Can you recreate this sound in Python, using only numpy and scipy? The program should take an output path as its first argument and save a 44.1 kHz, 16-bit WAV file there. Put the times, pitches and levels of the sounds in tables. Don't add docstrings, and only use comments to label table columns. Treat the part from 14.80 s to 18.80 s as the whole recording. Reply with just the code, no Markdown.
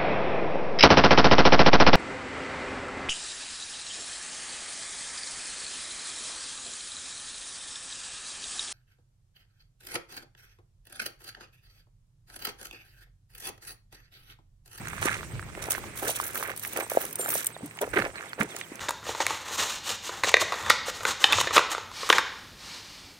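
import sys
import numpy as np
from scipy import signal
from scipy.fft import rfft, irfft
from scipy.io import wavfile

SR = 44100
rng = np.random.default_rng(int(sys.argv[2]) if len(sys.argv) > 2 else 0)


def store_wav(level_fs):
    pcm = np.round(np.clip(np.atleast_2d(level_fs), -1, 1) * 32767)
    wavfile.write(sys.argv[1], SR, pcm.T.astype(np.int16))


def ratio(d):
    e = np.asarray(d, float) / 20
    return 10 ** e


N = 176400


def unit(x):
    return x / np.sqrt(np.mean(x ** 2) + 1e-20)


def at_hz(points, hz):
    points = np.array(points)
    return np.interp(np.log(hz), np.log(points[:, 0]), points[:, 1])


def shaped(x, gain):
    hz = np.maximum(np.fft.rfftfreq(N, 1 / SR), 1)
    return irfft(rfft(x) * gain(hz), N)


def drift(rate_hz):
    hop = 40
    r = np.exp(-2 * np.pi * hop * rate_hz / SR)
    slow = signal.lfilter([1], [1, -2 * r, r * r], rng.standard_normal(N // hop + 2002))[2000:]
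    return np.interp(np.arange(N) / hop, np.arange(len(slow)), unit(slow))


def ring(clicks, hz, t60):
    r = ratio(-60 / (t60 * SR))
    w = 2 * np.pi * min(hz, .45 * SR) / SR
    return signal.lfilter([0, np.sin(w)], [1, -2 * r * np.cos(w), r * r], clicks + 1e-18)


def pair(x, place):
    lag, lag_spread = 5.3, 6.54
    left = np.roll(x, int(lag + lag_spread * place))
    return np.array([left, x]) * ratio([[2.0 * place], [0]])


def add(out, s, x):
    i = int(s * SR)
    out[:, i:i + x.shape[1]] += x[:, :N - i]


def bright(hz):
    # f/Hz, level/dB
    treble_colour = [(2500, -3), (4800, -14.5), (6200, -4.5), (7400, -13.5), (8700, 2.5), (10800, -6.5),
                     (13400, -5), (15500, -9)]
    return ratio(at_hz(treble_colour, hz)) * (hz > 2200)


def air():
    # f/Hz, level/dB
    air_spectrum = [(100, -4.5), (353, 2), (884, -9), (2300, -4), (3100, -13), (4800, -17), (7200, -13),
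                    (16000, -24)]
    air_db, patchy_db, alike_below_hz = -49, 3, 710
    edges = [0, 700, 2800, 5000, 7500, 11000, SR]

    def floor_gain(hz):
        return ratio(at_hz(air_spectrum, hz)) * (hz > 90)

    def coherence(hz):
        return 1 / (1 + (hz / alike_below_hz) ** 2)

    mid, side = rng.standard_normal((2, N))
    mid = shaped(mid, lambda hz: floor_gain(hz) * np.sqrt(1 + coherence(hz)))
    side = shaped(side, lambda hz: floor_gain(hz) * np.sqrt(1 - coherence(hz)))
    both = unit(np.array([mid + side, mid - side]))
    shared = drift(3)
    out = np.zeros((2, N))
    for low, high in zip(edges, edges[1:]):
        swell = ratio(patchy_db * (.7 * shared + .7 * drift(14)))
        out += swell * shaped(both, lambda hz: (hz > low) & (hz <= high))
    return ratio(air_db) * out


def wind():
    # middle t/s, width/s, level/dB
    gusts = [
        (.2, 0.83, -45),
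        (.6, 0.048, -49),
        (3.2, 0.084, -46),
    ]
    calm_db, wind_hz = -67, (41.6, 130)
    t = np.arange(N) / SR
    both, own = rng.standard_normal(N), rng.standard_normal((2, N))
    band = signal.butter(2, wind_hz, "band", fs=SR, output="sos")
    turbulence = unit(signal.sosfilt(band, both + 0.96 * own))
    blow = ratio(calm_db)
    for s, width, db in gusts:
        blow = blow + ratio(db) * np.exp(-.5 * ((t - s) / width) ** 2)
    return blow * ratio(1.5 * drift(15)) * turbulence


def engine():
    # f/Hz, width/Hz, level/dB
    engine_lines = [
        (113.5, 6, 0),
        (159, 5, -4),
        (200, 8, -9),
    ]
    engine_db, stop_s, rest_db = -44, 0.7, -15.5
    t = np.arange(N) / SR

    def lines(hz):
        return sum(ratio(db) / (1 + (2 * (hz - f) / width) ** 2) for f, width, db in engine_lines)

    fade_db = rest_db / (1 + np.exp((stop_s - t) / 0.08))
    return ratio(engine_db + fade_db) * unit(shaped(rng.standard_normal(N), lines))


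def insect_throb():
    centre_hz, width_hz, throbs_per_s = 8250, 600, 18
    level_db, depth_db = -61, 5
    throb = np.sin(2 * np.pi * np.cumsum(throbs_per_s * (1 + 0.28 * drift(4.37))) / SR)
    band = shaped(rng.standard_normal((2, N)), lambda hz: 1 / (1 + (2 * (hz - centre_hz) / width_hz) ** 2))
    return ratio(level_db + depth_db * throb + 2 * drift(8.6)) * unit(band)


def insect_trill():
    # start t/s, end t/s, level/dB
    bouts = [
        (.004, .2, -47),
        (.23, 2.7, -54),
        (2.72, 3.0, -49),
        (3.095, 3.13, -47),
        (3.2, 3.97, -55),
    ]
    note_s, every_s, centre_hz, fall_hz = .022, .0565, 8250, 350
    n = int(note_s * SR)
    turns = np.cumsum(centre_hz + fall_hz * np.linspace(.3, -.7, n)) / SR
    note = np.sqrt(np.hanning(n)) * np.sin(2 * np.pi * turns)
    out = np.zeros((2, N))
    for start, end, db in bouts:
        for s in np.arange(start, end, every_s):
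            add(out, s, pair(ratio(db + rng.normal(0, 1.5)) * note, 0))
    return out


def bird():
    # t/s, length/s, from f/Hz, to f/Hz, level/dB
    chirps = [
        (2.74, .025, 4100, 3300, -45),
        (3.355, .045, 4500, 3700, -46),
        (3.475, .047, 4050, 2800, -48),
        (3.698, .04, 3900, 3000, -45),
        (3.813, .047, 4250, 2600, -46),
    ]
    out = np.zeros((2, N))
    for s, length, from_hz, to_hz, db in chirps:
        n = int(length * SR)
        turns = np.cumsum(np.linspace(from_hz, to_hz, n)) / SR
        whistle = np.sqrt(np.hanning(n)) * np.sin(2 * np.pi * turns)
        add(out, s, pair(ratio(db) * whistle, 0))
    return out


def key_ticks():
    # t/s, peak level/dB
    ticks = [(0.2588, -17), (0.9073, -7), (1.2271, -28), (1.2994, -13.5), (1.3633, -17.5), (1.479, -19),
             (1.5549, -17), (1.6756, -25), (1.7754, -20.5), (1.8342, -21.5), (1.933, -20), (2.0991, -15.5),
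             (2.1345, -21.5), (2.2523, -15.5), (2.3286, -18), (2.3565, -15.5), (2.4724, -21), (2.4897, -13),
             (2.5045, -12.5), (2.5396, -11), (2.6454, -16), (2.66, -18), (2.668, -8), (2.8604, -26),
             (3.015, -15)]
    t60_s, level_db = .022, -5
    mode_db, mode_t60_s = -10, .02
    out, t = np.zeros((2, N)), np.arange(4000) / SR
    noise = unit(shaped(rng.standard_normal(N), lambda hz: bright(hz) * hz ** 0.78))
    for (s, db), u in zip(ticks, rng.random((40, 4))):
        i = int(min(s, 3.8) * SR)
        burst = noise[i:i + 4000] * ratio(-60 * t / t60_s)
        modes_hz = 7000 + 8500 * u[:3]
        modes = np.sin(2 * np.pi * np.outer(modes_hz, t)).sum(axis=0)
        x = burst + ratio(mode_db - 60 * t / mode_t60_s) * modes
        onset = 1 - np.exp(-t / 0.00062)
        add(out, s - .001, ratio(db + level_db) * pair(x * onset, 2 * u[3] - 1))
    return out


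def free_keys():
    # t/s, f/Hz, level/dB, t60/s
    singing = [
        (1.322, 10300, -20, .05),
        (2.025, 8300, -22, .06),
        (2.385, 8772, -28, .4),
        (2.40, 7335, -30, .2),
        (2.405, 7479, -33, .2),
        (2.395, 12683, -26, .16),
        (2.52, 12683, -31, .1),
        (2.545, 14641, -26, .15),
        (2.575, 12941, -27, .12),
    ]
    swell_s = .012
    out, t = np.zeros((2, N)), np.arange(12000) / SR
    waver = ratio(3.5 * drift(60))
    for s, hz, db, t60 in singing:
        envelope = ratio(db - 60 * t / t60) * (1 - np.exp(-t / swell_s))
        x = envelope * np.sin(2 * np.pi * hz * t) * waver[int(hz):][:12000]
        add(out, s, np.array([x, np.roll(x, 1)]))
    return out


def snaps():
    # t/s, peak level/dB, f/Hz
    clacks = [(0.0731, -39, 8000), (0.085, -20, 6300), (0.2163, -23, 6200), (0.9198, -8, 9250),
              (1.0366, -34, 8160), (1.1766, -24, 8400), (1.4136, -18, 8850), (1.5336, -23, 8900),
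              (1.7633, -22, 10900), (1.796, -21, 8510), (1.9733, -12, 12000), (2.31, -27, 8400),
              (2.9715, -33, 8660), (3.0913, -28, 8200), (3.602, -23, 8600), (3.632, -19, 6980),
              (3.7649, -19.5, 7050), (3.7883, -28, 8410), (3.9398, -45, 8800), (3.9564, -27, 6300)]
    t60_s, mode_t60_s, mode_db, level_db = .012, .012, -6, -2
    out, t = np.zeros((2, N)), np.arange(2000) / SR
    stray = [(4 * a, -45 + 10 * b, 4000 + 10000 * c) for a, b, c in rng.random((45, 3))]
    for (s, db, hz), place in zip(list(clacks) + stray, rng.uniform(-0.87, 1, 90)):
        bassless = signal.lfilter([1, 0, -1], [1], rng.standard_normal(len(t)))
        burst = bassless * ratio(-60 * t / t60_s) / 2
        x = burst + ratio(mode_db - 60 * t / mode_t60_s) * np.sin(2 * np.pi * hz * t)
        add(out, s - .0005, ratio(db + level_db) * pair(x / abs(x).max(), place))
    return out


def knocks():
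    # t/s, peak level/dB, f/Hz
    stones = [(0.07, -20.5, 1470), (0.226, -12, 1500), (0.253, -16.5, 341), (0.341, -16, 2260),
              (0.593, -21.5, 1540), (0.625, -26, 1490), (0.948, -17, 1600), (0.979, -22, 1020),
              (1.037, -28, 945), (1.292, -16.5, 620), (1.398, -13, 1130), (1.625, -15, 1270),
              (1.987, -16.5, 470), (2.116, -15.5, 624), (2.148, -21, 500), (2.17, -4.5, 597),
              (2.393, -20.5, 430), (2.553, -17, 600), (2.763, -24.5, 660), (2.987, -20.5, 2400),
              (3.074, -23.5, 470), (3.249, -16, 1740), (3.53, -19.5, 1570), (3.811, -19, 2300),
              (3.916, -28.5, 320)]
    # t/s, peak level/dB, f/Hz
    further_stones = [(0.131, -24.5, 1020), (0.179, -22, 1310), (0.277, -15.5, 990), (0.407, -25.5, 1297),
                      (0.429, -25.5, 1260), (0.749, -27, 1960), (0.884, -23, 774), (1.151, -39, 1110),
                      (1.28, -26, 612), (1.307, -26, 515), (1.555, -18, 1410), (1.715, -24.5, 1780),
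                      (1.848, -18.5, 1920), (1.975, -27, 666), (2.24, -26.5, 630), (2.458, -19, 1360),
                      (2.806, -35, 513), (2.909, -30, 2050), (3.198, -16, 1770), (3.22, -13, 1540),
                      (3.26, -19.5, 580), (3.355, -23.5, 1490), (3.407, -24, 1500), (3.579, -30.5, 533),
                      (3.765, -28, 1300), (3.992, -27.5, 2270)]
    cycles, upper_ratio, upper_db, level_db = 5.05, 2.77, -10, -0.5
    out = np.zeros((2, N))
    for (s, db, hz), place in zip(list(stones) + list(further_stones), rng.uniform(-1.4, 1, 60)):
        force = np.pad(np.hanning(int(SR / hz / 3.1) + 3), (0, 2000))
        n = len(force)
        force = force * (1 + .3 * rng.standard_normal(n))
        force = force + .25 * rng.standard_normal(n) * np.exp(-np.arange(n) / 130)
        lower = ring(force, hz, cycles / hz)
        force_slope = np.diff(force, prepend=0) * SR / hz / 25.0
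        upper = ring(force_slope, hz * upper_ratio, 3.44 * cycles / hz / upper_ratio)
        low_cut = signal.butter(2, 0.92 * hz, "high", fs=SR, output="sos")
        x = signal.sosfilt(low_cut, lower + ratio(upper_db) * upper)
        add(out, s + 0.001897, ratio(db + level_db) * pair(x / abs(x).max(), place))
    return out


def heels():
    # t/s, f/Hz, level/dB
    thumps = [
        (.535, 130, -23.5),
        (2.83, 299, -27),
        (3.162, 358.6, -14),
        (3.602, 326.5, -18.5),
    ]
    t60_s, sag = .14, .55
    out, t = np.zeros((2, N)), np.arange(8000) / SR
    for s, hz, db in thumps:
        sagging = hz * (1 - sag * np.minimum(t / t60_s * 2, 1))
        turns = np.cumsum(sagging * ratio(2.71 * drift(59)[:8000])) / SR
        envelope = ratio(db - 60 * t / t60_s) * (1 - np.exp(-t / 0.0034))
        add(out, s, pair(envelope * np.sin(2 * np.pi * turns), 0))
    return out


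def pressure(rows):
    rise_s, fall_s = 0.0098, 0.026
    t, power = np.arange(N) / SR, np.zeros(N)
    for s, length, db in rows:
        rise = np.clip((t - s) / rise_s, 0, 1)
        fall = np.exp(-np.maximum(t - s - length, 0) / fall_s)
        power += ratio(2 * db) * (rise * fall) ** 2
    return np.sqrt(power)


def grains(span_hz, per_s, cycles, uneven_db, clump_db, tilt_db, count=10):
    sizes = ratio(uneven_db * np.minimum(rng.exponential(1, N), 3.5)) * rng.choice([-1, 1], N)
    hits = sizes * (rng.random(N) < per_s / SR)
    dealt = rng.integers(0, count, N)
    places = np.sin(2.4 * np.arange(count))
    out = np.zeros((2, N))
    for k, hz in enumerate(np.geomspace(*span_hz, count)):
        mine = (dealt + k) % count < 3
        rung = unit(ring(hits * mine, hz, cycles / hz))
        out += pair(ratio(tilt_db * k / count) * rung, places[k])
    limits = [span_hz[0], min(1.78 * span_hz[1], .45 * SR)]
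    band = signal.butter(3, limits, "band", fs=SR, output="sos")
    return unit(signal.sosfilt(band, out) * ratio(clump_db * drift(56)))


def gravel():
    # t/s, length/s, thud level/dB, grit level/dB, sand level/dB
    footfalls = np.array([(0.043, 0.35, -62, -44, -48.5), (0.213, 0.06, -40, -31, -34),
                          (0.293, 0.043, -46, -36.5, -39.5), (0.767, .21, -47, -43, -61),
                          (0.898, 0.033, -48.5, -65, -33.5), (1.154, 0.17, -78, -48.5, -42),
                          (1.217, 0.069, -34.5, -36, -42), (1.343, 0.16, -51, -44.5, -39.5),
                          (1.542, 0.033, -38.5, -37.5, -35.5), (1.592, 0.11, -44.5, -38, -43.5),
                          (1.824, 0.012, -81, -42.5, -35.5), (1.955, 0.052, -33.5, -33.5, -37.5),
                          (2.093, 0.17, -45, -43, -38), (2.38, 0.12, -39.5, -45, -38.5),
                          (2.469, 0.14, -51.5, -40.5, -32.5), (2.819, 0.0054, -40, -55, -64),
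                          (3.007, 0.011, -26, -35, -34), (3.129, 0.06, -35, -31, -41),
                          (3.158, 0.034, -29, -28.5, -37.5), (3.206, 0.013, -44, -32.5, -48),
                          (3.236, 0.028, -33, -39.5, -50), (3.334, 0.13, -49, -44.5, -54),
                          (3.585, 0.031, -31, -35, -39), (3.681, 0.12, -49, -51, -46)])
    # t/s, length/s, level/dB
    rustles = [
        (.815, 0.016, -37),
        (1.272, 0.021, -30.5),
        (1.76, 0.3, -47),
        (2.545, 0.028, -29),
        (2.68, 0.014, -45.5),
        (2.81, .1, -59),
    ]
    thud_hz, grit_hz, sand_hz, settle_hz = (320, 900), (1150, 2500), (3000, 15500), (700, 2600)
    settle_db, top_split_hz = -54, 10000
    loose_from_s, loose_to_s, top_loose_db, top_held_db = .85, 2.73, 1.5, -8

    t = np.arange(N) / SR
    fine = unit(shaped(grains(sand_hz, 4000, 22.0, 3.5, 3.5, 3, count=14), bright))
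    top = shaped(fine, lambda hz: 1 / (1 + (top_split_hz / hz) ** 12))
    loose = (t > loose_from_s) & (t < loose_to_s)
    top_db = np.where(loose, top_loose_db, top_held_db) + 3 * drift(12)
    fine = (fine - top) * ratio(2 * drift(8)) + top * ratio(top_db)

    thud = pressure(footfalls[:, [0, 1, 2]]) * grains(thud_hz, 600, 9.2, 2.1, 3.64, 0.57)
    grit = pressure(footfalls[:, [0, 1, 3]]) * grains(grit_hz, 800, 15.0, 3.0, 3.0, -1.0)
    sand = np.hypot(pressure(footfalls[:, [0, 1, 4]]), pressure(rustles)) * fine
    settling = ratio(settle_db) * grains(settle_hz, 300, 8.0, 3.5, 4.0, -1.0)
    return thud + grit + sand + settling


def scene():
    echo_s, echo_db = .0075, -18.5
    near = key_ticks() + free_keys() + snaps() + knocks() + heels() + gravel()
    delayed = np.roll(near[::-1], int(echo_s * SR), axis=1)
    echo = signal.lfilter([.4], [1, -.6], delayed)
    far = air() + wind() + engine() + insect_throb() + insect_trill() + bird()
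    return near + ratio(echo_db) * echo + far


def roll_off(x):
    return signal.sosfilt(signal.butter(12, 16960, fs=SR, output="sos"), x)


def record(dry):
    # f/Hz, left over right level/dB
    port_colour = [(60, -1), (180, -1.5), (550, 1), (1650, -5.5), (4970, -6), (15000, 0.5)]
    # f/Hz, left lead/rad
    port_phase = [(60, -.3), (200, 0.091), (600, -0.29), (1400, -0.36), (3000, -0.12)]
    top_hz = 15980

    def response(hz, sign):
        db = sign * at_hz(port_colour, hz) / 2 - 60 * (hz > top_hz)
        return ratio(db) * np.exp(.5j * sign * at_hz(port_phase, hz))

    left = shaped(dry[0], lambda hz: response(hz, 1))
    right = shaped(dry[1], lambda hz: response(hz, -1))
    return roll_off(np.array([left, right]))


dry = scene()
out = record(dry)
store_wav(out)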